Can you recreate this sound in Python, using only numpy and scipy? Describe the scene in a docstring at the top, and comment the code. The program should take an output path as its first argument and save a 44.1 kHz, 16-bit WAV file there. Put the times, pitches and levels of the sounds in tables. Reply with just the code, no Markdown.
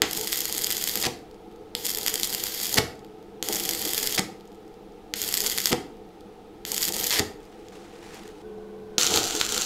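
"""Small workshop: a stick electrode is struck for six welds over a steady fan hum.
Random clicks and noise make the arc's crackle and hiss, colored by ringing steel; low noise lights the room modes.
Pressure spikes make the pops; a noise rush, pressure dip and grumble make five breaks. Sparse taps make the room.
Slag ticks between welds. Soft rubbing precedes the last weld, which is heard from a second place with idle tones."""
import sys
import numpy as np
from scipy import signal
from scipy.fft import rfft, irfft
from scipy.io import wavfile

SR = 44100
rng = np.random.default_rng(int(sys.argv[2]) if len(sys.argv) > 2 else 0)


def dump_mix(stems):
    """Bounce the given channels to the path in sys.argv[1] as a 16-bit WAV at rate SR."""
    frames = np.atleast_2d(stems).T  # one column per channel
    limited = np.clip(frames, -1, 1)  # hard clip at full scale
    pcm = np.round(limited * 32767).astype(np.int16)
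    wavfile.write(sys.argv[1], SR, pcm)


def ratio(d):
    """dB to gain"""
    e = np.asarray(d, float) / 20
    return 10 ** e


N = 425565
T = np.arange(N) / SR  # time [s]
HZ = np.fft.rfftfreq(8192, 1 / SR)  # filter design grid [Hz]
MOVE_S = 8.42  # listening place changes

# fan at first place, also modes lit by the roar: (frequency [Hz], width [Hz], relative level [dB])
ROOM_MODES = [(29.6, 27, -5), (202.4, 41, 0), (307, 41, 0), (339.4, 20, 3.5), (434.2, 72, 2.5),
              (492.3, 31, 0), (637, 21, -10), (728, 89, -9.5), (773, 42, -5.5), (853, 100, -9.5),
              (983, 69, -21.5), (1278, 160, -18)]
# fan at second place: (frequency [Hz], width [Hz], relative level [dB])
FAN_MOVED_MODES = [(30.2, 91, -3), (209, 74, -3), (345, 68, -5), (442, 160, 1), (750, 150, -4),
                   (1000, 240, -10.5), (1505, 90, -10.5)]
# broad floor of the shop: (frequency [Hz], relative level [dB])
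AIR_TONE = [(100, -0.5), (1000, -14), (2000, -17.5), (3500, -19), (7500, -30), (16000, -35)]
FAN_DB, FAN_MOVED_DB, AIR_DB = -45.5, -48, -55
# tones of the welder at rest: (frequency [Hz], mean level [dB])
IDLE_TONES = [(199.2, -50), (349.9, -50), (430.7, -42.5)]
# rubs: (peak [s], rise [s], fall [s], level over the bed's own [dB])
RUBS = [(7.727, 0.0027, 0.066, -53.5), (8.07, 0.17, 0.056, -54), (8.15, 0.052, 0.089, -46.5)]
# colour of the rubs: (frequency [Hz], relative level [dB])
RUB_TONE = [(300, 1), (800, 3.5), (2500, -0.5), (7500, -8), (15000, -23.5)]
RUSTLE_FROM_S, RUSTLE_BED_DB = 7.4, -59.5

# room decay: (frequency [Hz], t60 [s])
ROOM_DECAY = [(200, 0.58), (600, 0.61), (2000, 0.38), (5000, 0.33), (14000, 0.33)]
# steel, bench and near walls, first place: (frequency [Hz], width [Hz], relative level [dB])
STEEL_MODES = [(1380, 40, -19), (2020, 270, -2), (3284, 370, 2), (4800, 870, 2.5), (6910, 770, 1.5),
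               (8160, 270, -0.5), (9100, 51, -19), (10130, 690, -2.5), (11360, 200, -16.5),
               (12330, 500, 3.5), (13550, 960, -3), (14800, 430, -7.5)]
# the same, second place: (frequency [Hz], width [Hz], relative level [dB])
STEEL_MOVED_MODES = [(1383, 150, 3.5), (2330, 420, -11.5), (3120, 790, 2.5), (4160, 1000, 6),
                     (5600, 420, -0.5), (6350, 610, 6.5), (7220, 460, 6), (7280, 410, 1.5),
                     (9240, 1200, -9), (12700, 1800, -7.5)]
FAR_BLUR, FAR_TOP_HZ = 1.5, 7300  # off the walls the resonances arrive smeared and dull

# welds: (strike [s], lift [s], hiss drive at strike [dB], hiss drive at lift [dB], roar drive [dB])
WELDS = [(0.032, 1.037, -38, -31, -42.5), (1.763, 2.797, -37.5, -30, -45), (3.436, 4.169, -33.5, -31, -41),
         (5.157, 5.708, -32.5, -32.5, -46), (6.662, 7.2, -33.5, -29.5, -42.5),
         (8.981, 9.65, -32.5, -28, -42)]
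# arc flares or gutters: (time [s], width [s], hiss change [dB], roar change [dB])
SURGES = [(0.02, 0.037, -10, 12.5), (0.35, 0.12, 3.5, -11.5), (0.8, 0.06, 0, -16), (1.8, 0.016, 0, -7.5),
          (2.08, 0.035, 1, 6), (2.5, 0.14, -1, -2.5), (5.198, 0.026, 1.5, -6), (5.72, 0.02, 9.5, -2),
          (6.93, 0.018, -14, -2), (9.0, 0.065, 11, 0), (9.159, 0.035, 8.5, 11), (9.471, 0.0071, -16, 0)]
# arc tears off: (start [s], length [s], rush drive [dB], thump drive [dB])
BREAKS = [(1.034, 0.035, -25.5, -13.5), (2.771, .016, -18, -8), (4.176, 0.018, -22.5, -14.5),
          (5.715, 0.0143, -23, -9), (7.103, 0.1, -26.5, -12.5)]
# colour of the rush: (frequency [Hz], relative level [dB])
RUSH_TONE = [(290, -29), (500, -7.5), (1530, -7), (1930, 0), (2650, -3.5), (5020, -2.5), (9220, -13),
             (12500, -14), (16000, -27.5)]
# loudest cracks of the arc: (time [s], drive [dB])
POPS = [(0.0194, 15), (0.1327, -7.5), (0.1753, -11), (0.212, -8), (0.2733, -7), (0.329, 1), (0.3579, -9.5),
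        (0.37, -10.5), (0.4548, -2), (0.5256, -6.5), (0.58, -2), (0.62, -7), (0.6353, -14), (0.639, -6),
        (0.6442, -2), (0.6695, -1.5), (0.7044, -1), (0.9562, -1), (0.712, -5), (0.7234, -7), (0.84, -3.5),
        (0.8743, -3.5), (0.8949, -8), (0.914, -14), (1.053, 1), (1.068, -2), (1.7513, 3.5), (1.8537, -5),
        (1.8661, -3.5), (1.895, -9.5), (1.9485, -9.5), (1.9729, -8), (1.9855, -7), (2.0634, 0.5),
        (2.0813, 3.5), (2.141, -1.5), (2.1565, -6.5), (2.1983, -6), (2.2328, 4), (2.245, -7), (2.3484, -3),
        (2.438, -4.5), (2.6556, -7), (2.7264, -12.5), (2.7426, 2), (3.4268, 4.5), (3.4871, -4.5),
        (3.526, -5), (3.531, -7), (3.5575, -5), (3.5982, -8.5), (3.6525, -8), (3.6913, 2.5),
        (3.8831, -12.5), (3.9343, -1.5), (3.9966, -15.5), (4.0727, -3), (4.1084, -12), (4.125, -3),
        (4.1895, -13), (4.1943, 5), (5.1385, 2), (5.2174, -4.5), (5.3257, -7.5), (5.3409, 1.5),
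        (5.3713, -2.5), (5.3756, -1.5), (5.4047, -2), (5.463, -0.5), (5.4983, -8.5), (5.469, -5),
        (5.5773, -0.5), (5.5843, 2.5), (5.603, -5), (5.6575, 6.5), (5.671, 0.5), (5.718, -17),
        (5.7296, 6.5), (6.6517, -5), (6.7185, -2.5), (6.7795, -3.5), (6.8275, -2), (6.8317, -3.5),
        (6.884, -4), (6.9656, -7), (7.042, -5), (7.1072, 2), (7.127, 5), (7.147, -10), (7.173, -16),
        (7.1945, 5), (8.9822, 10), (9.013, -1), (9.024, -5), (9.0324, 2), (9.0448, -1), (9.0666, 3.5),
        (9.1739, 5), (9.248, -18), (9.4131, 5.5), (9.45, -8), (9.465, -7.5), (9.523, -4.5), (9.578, -2.5),
        (9.613, -3.5)]
# cooling slag: (time [s], drive [dB])
TICKS = [(1.3443, -33), (2.955, -32), (2.993, -30), (3.0474, -28), (4.4089, -28.5), (4.4763, -33),
         (4.519, -35), (4.5546, -37), (6.2083, -30), (7.668, -38), (7.685, -23.5), (8.1446, -21),
         (8.184, -35), (8.278, -21)]
STRIKE_ROAR_DB = -13  # first touch also kicks the room modes; re nearest pop
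SETTLE_S, LAST_SPATTER_DB = 0.07, -2  # spatter waits for a melted pool; the last weld spatters less
SMALL_PER_S, SMALL_DB, SMALL_SPREAD_DB = 70, -19.5, 11  # lesser random cracks: rate before clumping
SMALL_CLUMP_DB, SMALL_CLUMP_HZ = 5.5, 11
COOL_PER_S, COOL_S, COOL_DB = 25, 0.35, -43  # faint slag ticks thin out after each lift
DULL_OVER_DB, DULL_SLOPE_DB_PER_DB = -6, 0.6  # above this drive the treble lags behind the body


def evened(x):
    """Scales to unit rms."""
    return x / np.sqrt(np.mean(x ** 2) + 1e-20)


def read(points, hz):
    """Interpolates a table on a log-frequency axis."""
    f, value = np.transpose(points)
    return np.interp(np.log(hz + 1), np.log(f + 1), value)


def peaks_db(modes, valley_db, order=1):
    """Resonances standing on a flat valley that falls off below the lowest."""
    valley = ratio(2 * valley_db) / (1 + (modes[0][0] / (HZ + 1)) ** 4)
    peaks = sum(ratio(2 * db) / (1 + (2 * (HZ - f) / w) ** 2) ** order for f, w, db in modes)
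    return 10 * np.log10(valley + peaks)


def colour(x, gain_db):
    """Minimum-phase filter of unit energy: nothing rings before the blow."""
    fold = irfft(np.maximum(gain_db, -100) * np.log(10) / 20)  # cepstrum, folded to be causal
    fold[1:4096] *= 2
    fold[4097:] = 0
    taps = irfft(np.exp(rfft(fold)))[:4096]
    return signal.oaconvolve(x, taps / np.linalg.norm(taps))[:N]


def wander(corner_hz):
    """Low-passed noise of unit rms."""
    return evened(signal.lfilter([1], [1, -np.exp(-2 * np.pi * corner_hz / SR)], rng.standard_normal(N)))


def hum():
    """Fan noise in room resonances, first or second place, over a broad floor."""
    noise = rng.standard_normal((3, N))
    moved = np.clip((T - MOVE_S) / 0.011, 0, 1)
    first = ratio(FAN_DB) * colour(noise[0], peaks_db(ROOM_MODES, -54.5, order=2))
    second = ratio(FAN_MOVED_DB) * colour(noise[1], peaks_db(FAN_MOVED_MODES, -61.0, order=2))
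    air = ratio(AIR_DB) * colour(noise[2], read(AIR_TONE, HZ))
    return first * (1 - moved) + second * moved + air


def idle_tones():
    """Wavering sines, heard only from the second place; they stop once the arc draws current."""
    on = np.clip((T - MOVE_S) / 0.01, 0, 1) * np.clip((WELDS[-1][0] - T) / 0.01 + 1, 0, 1)
    tones = np.zeros(N)
    for hz, db in IDLE_TONES:
        level = np.sqrt(2) * ratio(db + 0.7 * wander(5.4))
        tones += level * np.sin(2 * np.pi * (hz * T + 0.079 * wander(7.7)))
    return on * tones


def rustle():
    """Soft rubbing before the last weld: grainy noise under exponential swells."""
    level = ratio(RUSTLE_BED_DB)
    for s, rise_s, fall_s, db in RUBS:
        level = level + ratio(db) * np.exp(-abs(T - s) / np.where(T < s, rise_s, fall_s))
    grain = evened(rng.standard_normal(N) * ratio(2.4 * wander(60)))
    return colour(grain * level * (T > RUSTLE_FROM_S) * (T < MOVE_S), read(RUB_TONE, HZ))


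def room(x, turns_per_s=3):
    """Sparse taps of random sign, each band dying at its own speed; three tails take turns."""
    out, at = np.zeros(N), np.arange(120, SR // 2 - 20, 12)
    for k in range(3):
        taps = np.zeros(SR // 2)
        taps[at + rng.integers(0, 12, len(at))] = rng.choice([-1., 1.], len(at))
        hz, t, z = signal.stft(taps, SR, nperseg=256)
        decay = ratio(-60 * t / read(ROOM_DECAY, hz)[:, None])
        tail = signal.istft(z * decay, SR, nperseg=256)[1]
        turn = np.sqrt(2 / 3) * np.cos(np.pi * (turns_per_s * T + k / 3))
        out += signal.oaconvolve(x * turn, tail / np.linalg.norm(tail))[:N]
    return out


def steel(drive, blur=1):
    """Resonances of steel, bench and near walls, as heard from each place."""
    moved = T > MOVE_S
    first = [(f, w * blur, db) for f, w, db in STEEL_MODES]
    second = [(f, w * blur, db) for f, w, db in STEEL_MOVED_MODES]
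    return colour(drive * ~moved, peaks_db(first, -26.5)) + colour(drive * moved, peaks_db(second, -33))


def arc_level():
    """Gains of hiss and roar: hiss glides to its lift level as the arc lengthens; silent between welds."""
    db = np.full((2, N), -200.)
    for strike, lift, first_db, last_db, roar_db in WELDS:
        on = (T >= strike) & (T <= lift)
        db[0, on] = np.interp(T[on], [strike, lift], [first_db, last_db])
        db[1, on] = roar_db
    for s, width_s, hiss_db, roar_db in SURGES:
        db += np.outer([hiss_db, roar_db], np.exp(-0.5 * ((T - s) / width_s) ** 2))
    return ratio(db) * (db > -100)


def spatter():
    """Gain of the random spatter: on once the pool has melted, off at lift."""
    melted = sum((T > strike + SETTLE_S) & (T <= lift) for strike, lift, *_ in WELDS)
    return melted * ratio(LAST_SPATTER_DB * (T > MOVE_S))


def scatter(clicks, share, decay_s):
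    """Each click drags a short decay of ragged near echoes."""
    after = signal.lfilter([0, 1], [1, -np.exp(-1 / (decay_s * SR))], abs(clicks))
    return clicks + share * after * rng.uniform(-0.72, 1, N)


def roar(grumble, tilt_db_per_octave=4, valley_db=-9, top_hz=500):
    """Low flutter of the arc flame, with the grumble, lights the room modes over a broad bass."""
    flame = arc_level()[1] * rng.standard_normal(N) * ratio(4.4 * wander(6.0))
    for strike, *_ in WELDS:
        s, drive_db = min(POPS, key=lambda row: abs(row[0] - strike))
        flame[round(s * SR)] += ratio(drive_db + STRIKE_ROAR_DB)
    broad = ratio(2 * valley_db) / (1 + (HZ / top_hz) ** 6) / (1 + (90 / (HZ + 1)) ** 2)
    tilt_db = tilt_db_per_octave * np.log2(HZ / 430 + 0.01)
    modes = ratio(2 * peaks_db(ROOM_MODES[1:], -40.5, order=2) + 2 * tilt_db)
    return colour(flame + grumble, 10 * np.log10(broad + modes / (1 + (HZ / 1500) ** 8)))


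def breaks(push_s=0.00067, grumble_db=-12, fade_s=0.015, rise_share=0.11):
    """A spitting rush as the arc stretches, then a pressure dip and grumble drive as it collapses."""
    rush, dip, grumble = np.zeros((3, N))
    for s, length_s, rush_db, thump_db in BREAKS:
        end = T - s - length_s
        rush += ratio(rush_db) * np.clip((T - s) / (rise_share * length_s), 0, 1) * (end < 0)
        dip -= ratio(thump_db) * np.exp(-0.5 * (end / push_s) ** 2)
        grumble += ratio(thump_db + grumble_db) * np.exp(-abs(end) / fade_s)
    spit = evened(rng.standard_normal(N) * ratio(3 * wander(100)))
    return rush * spit, dip, grumble * rng.standard_normal(N)


def sizzle(per_s=500, spread_db=6.0, crackle_db=-3, hiss_db=-3):
    """Plasma hiss as white noise, plus a hail of small spatter clicks in clumps."""
    hit = rng.random(N) < per_s * ratio(4 * wander(33)) / SR
    clicks = ratio(spread_db * np.minimum(rng.exponential(1, N), 4)) * hit
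    crackle = ratio(crackle_db) * spatter() * evened(scatter(clicks, 0.37, 0.00074))
    hiss = ratio(hiss_db) * evened(rng.standard_normal(N))
    return arc_level()[0] * (crackle + hiss)


def pops(vary_db=2, cold_db=-10, split_hz=7000):
    """Pressure spikes; treble is weak unless the arc burns steadily, and scatters longer than the body."""
    burning = arc_level()[0] > 0
    chance, size, tone = rng.random((3, N))
    small_rate = SMALL_PER_S * ratio(SMALL_CLUMP_DB * wander(SMALL_CLUMP_HZ))
    body = ratio(SMALL_DB + SMALL_SPREAD_DB * size) * (chance < small_rate / SR) * spatter()
    cooling = sum((T > lift) * np.exp(-abs(T - lift) / COOL_S) for _, lift, *_ in WELDS) * ~burning
    body += ratio(COOL_DB + SMALL_SPREAD_DB * size) * (chance < COOL_PER_S * cooling / SR)
    s, drive_db = np.transpose(POPS + TICKS)
    body[np.round(s * SR).astype(int)] = ratio(drive_db)
    tearing = sum((T > start) & (T < start + length_s + 0.01) for start, length_s, *_ in BREAKS)
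    cold = ~np.roll(burning, 100) | (tearing > 0)
    dulling = np.maximum(body / ratio(DULL_OVER_DB), 1) ** DULL_SLOPE_DB_PER_DB
    treble = body * ratio(cold_db * cold + vary_db * tone) / dulling
    body = scatter(body, 0.46, 0.00028)
    treble = scatter(treble, 0.46, 0.00098)
    low = signal.butter(2, split_hz, fs=SR)
    return signal.lfilter(*low, body - treble) + treble  # body below the split, treble above


def scene():
    """Arc sounds feed the room; fan, idle tones and rustle bypass it."""
    rush, dip, grumble = breaks()
    # a small source radiates no deep bass
    dip = signal.lfilter(*signal.butter(2, 110, "high", fs=SR), dip)
    drive = pops() + sizzle()
    puff = colour(rush, read(RUSH_TONE, HZ)) + roar(grumble) + dip
    far = signal.lfilter(*signal.butter(1, FAR_TOP_HZ, fs=SR), steel(drive, FAR_BLUR)) + puff
    arc = steel(drive) + puff + ratio(-8) * room(far)
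    return (arc + hum() + idle_tones() + rustle())[None]


def top_cut(x):
    """Nothing passes above the cut-off."""
    return signal.sosfilt(signal.butter(12, 16560, fs=SR, output="sos"), x)


def record(dry):
    """Band limit, then hard ceiling."""
    edge = signal.firwin(511, 15750, window=("kaiser", 8), fs=SR)
    mix = np.clip(signal.oaconvolve(dry, edge[None], "same"), -1, 1)
    return top_cut(mix)


dry = scene()
out = record(dry)
dump_mix(out)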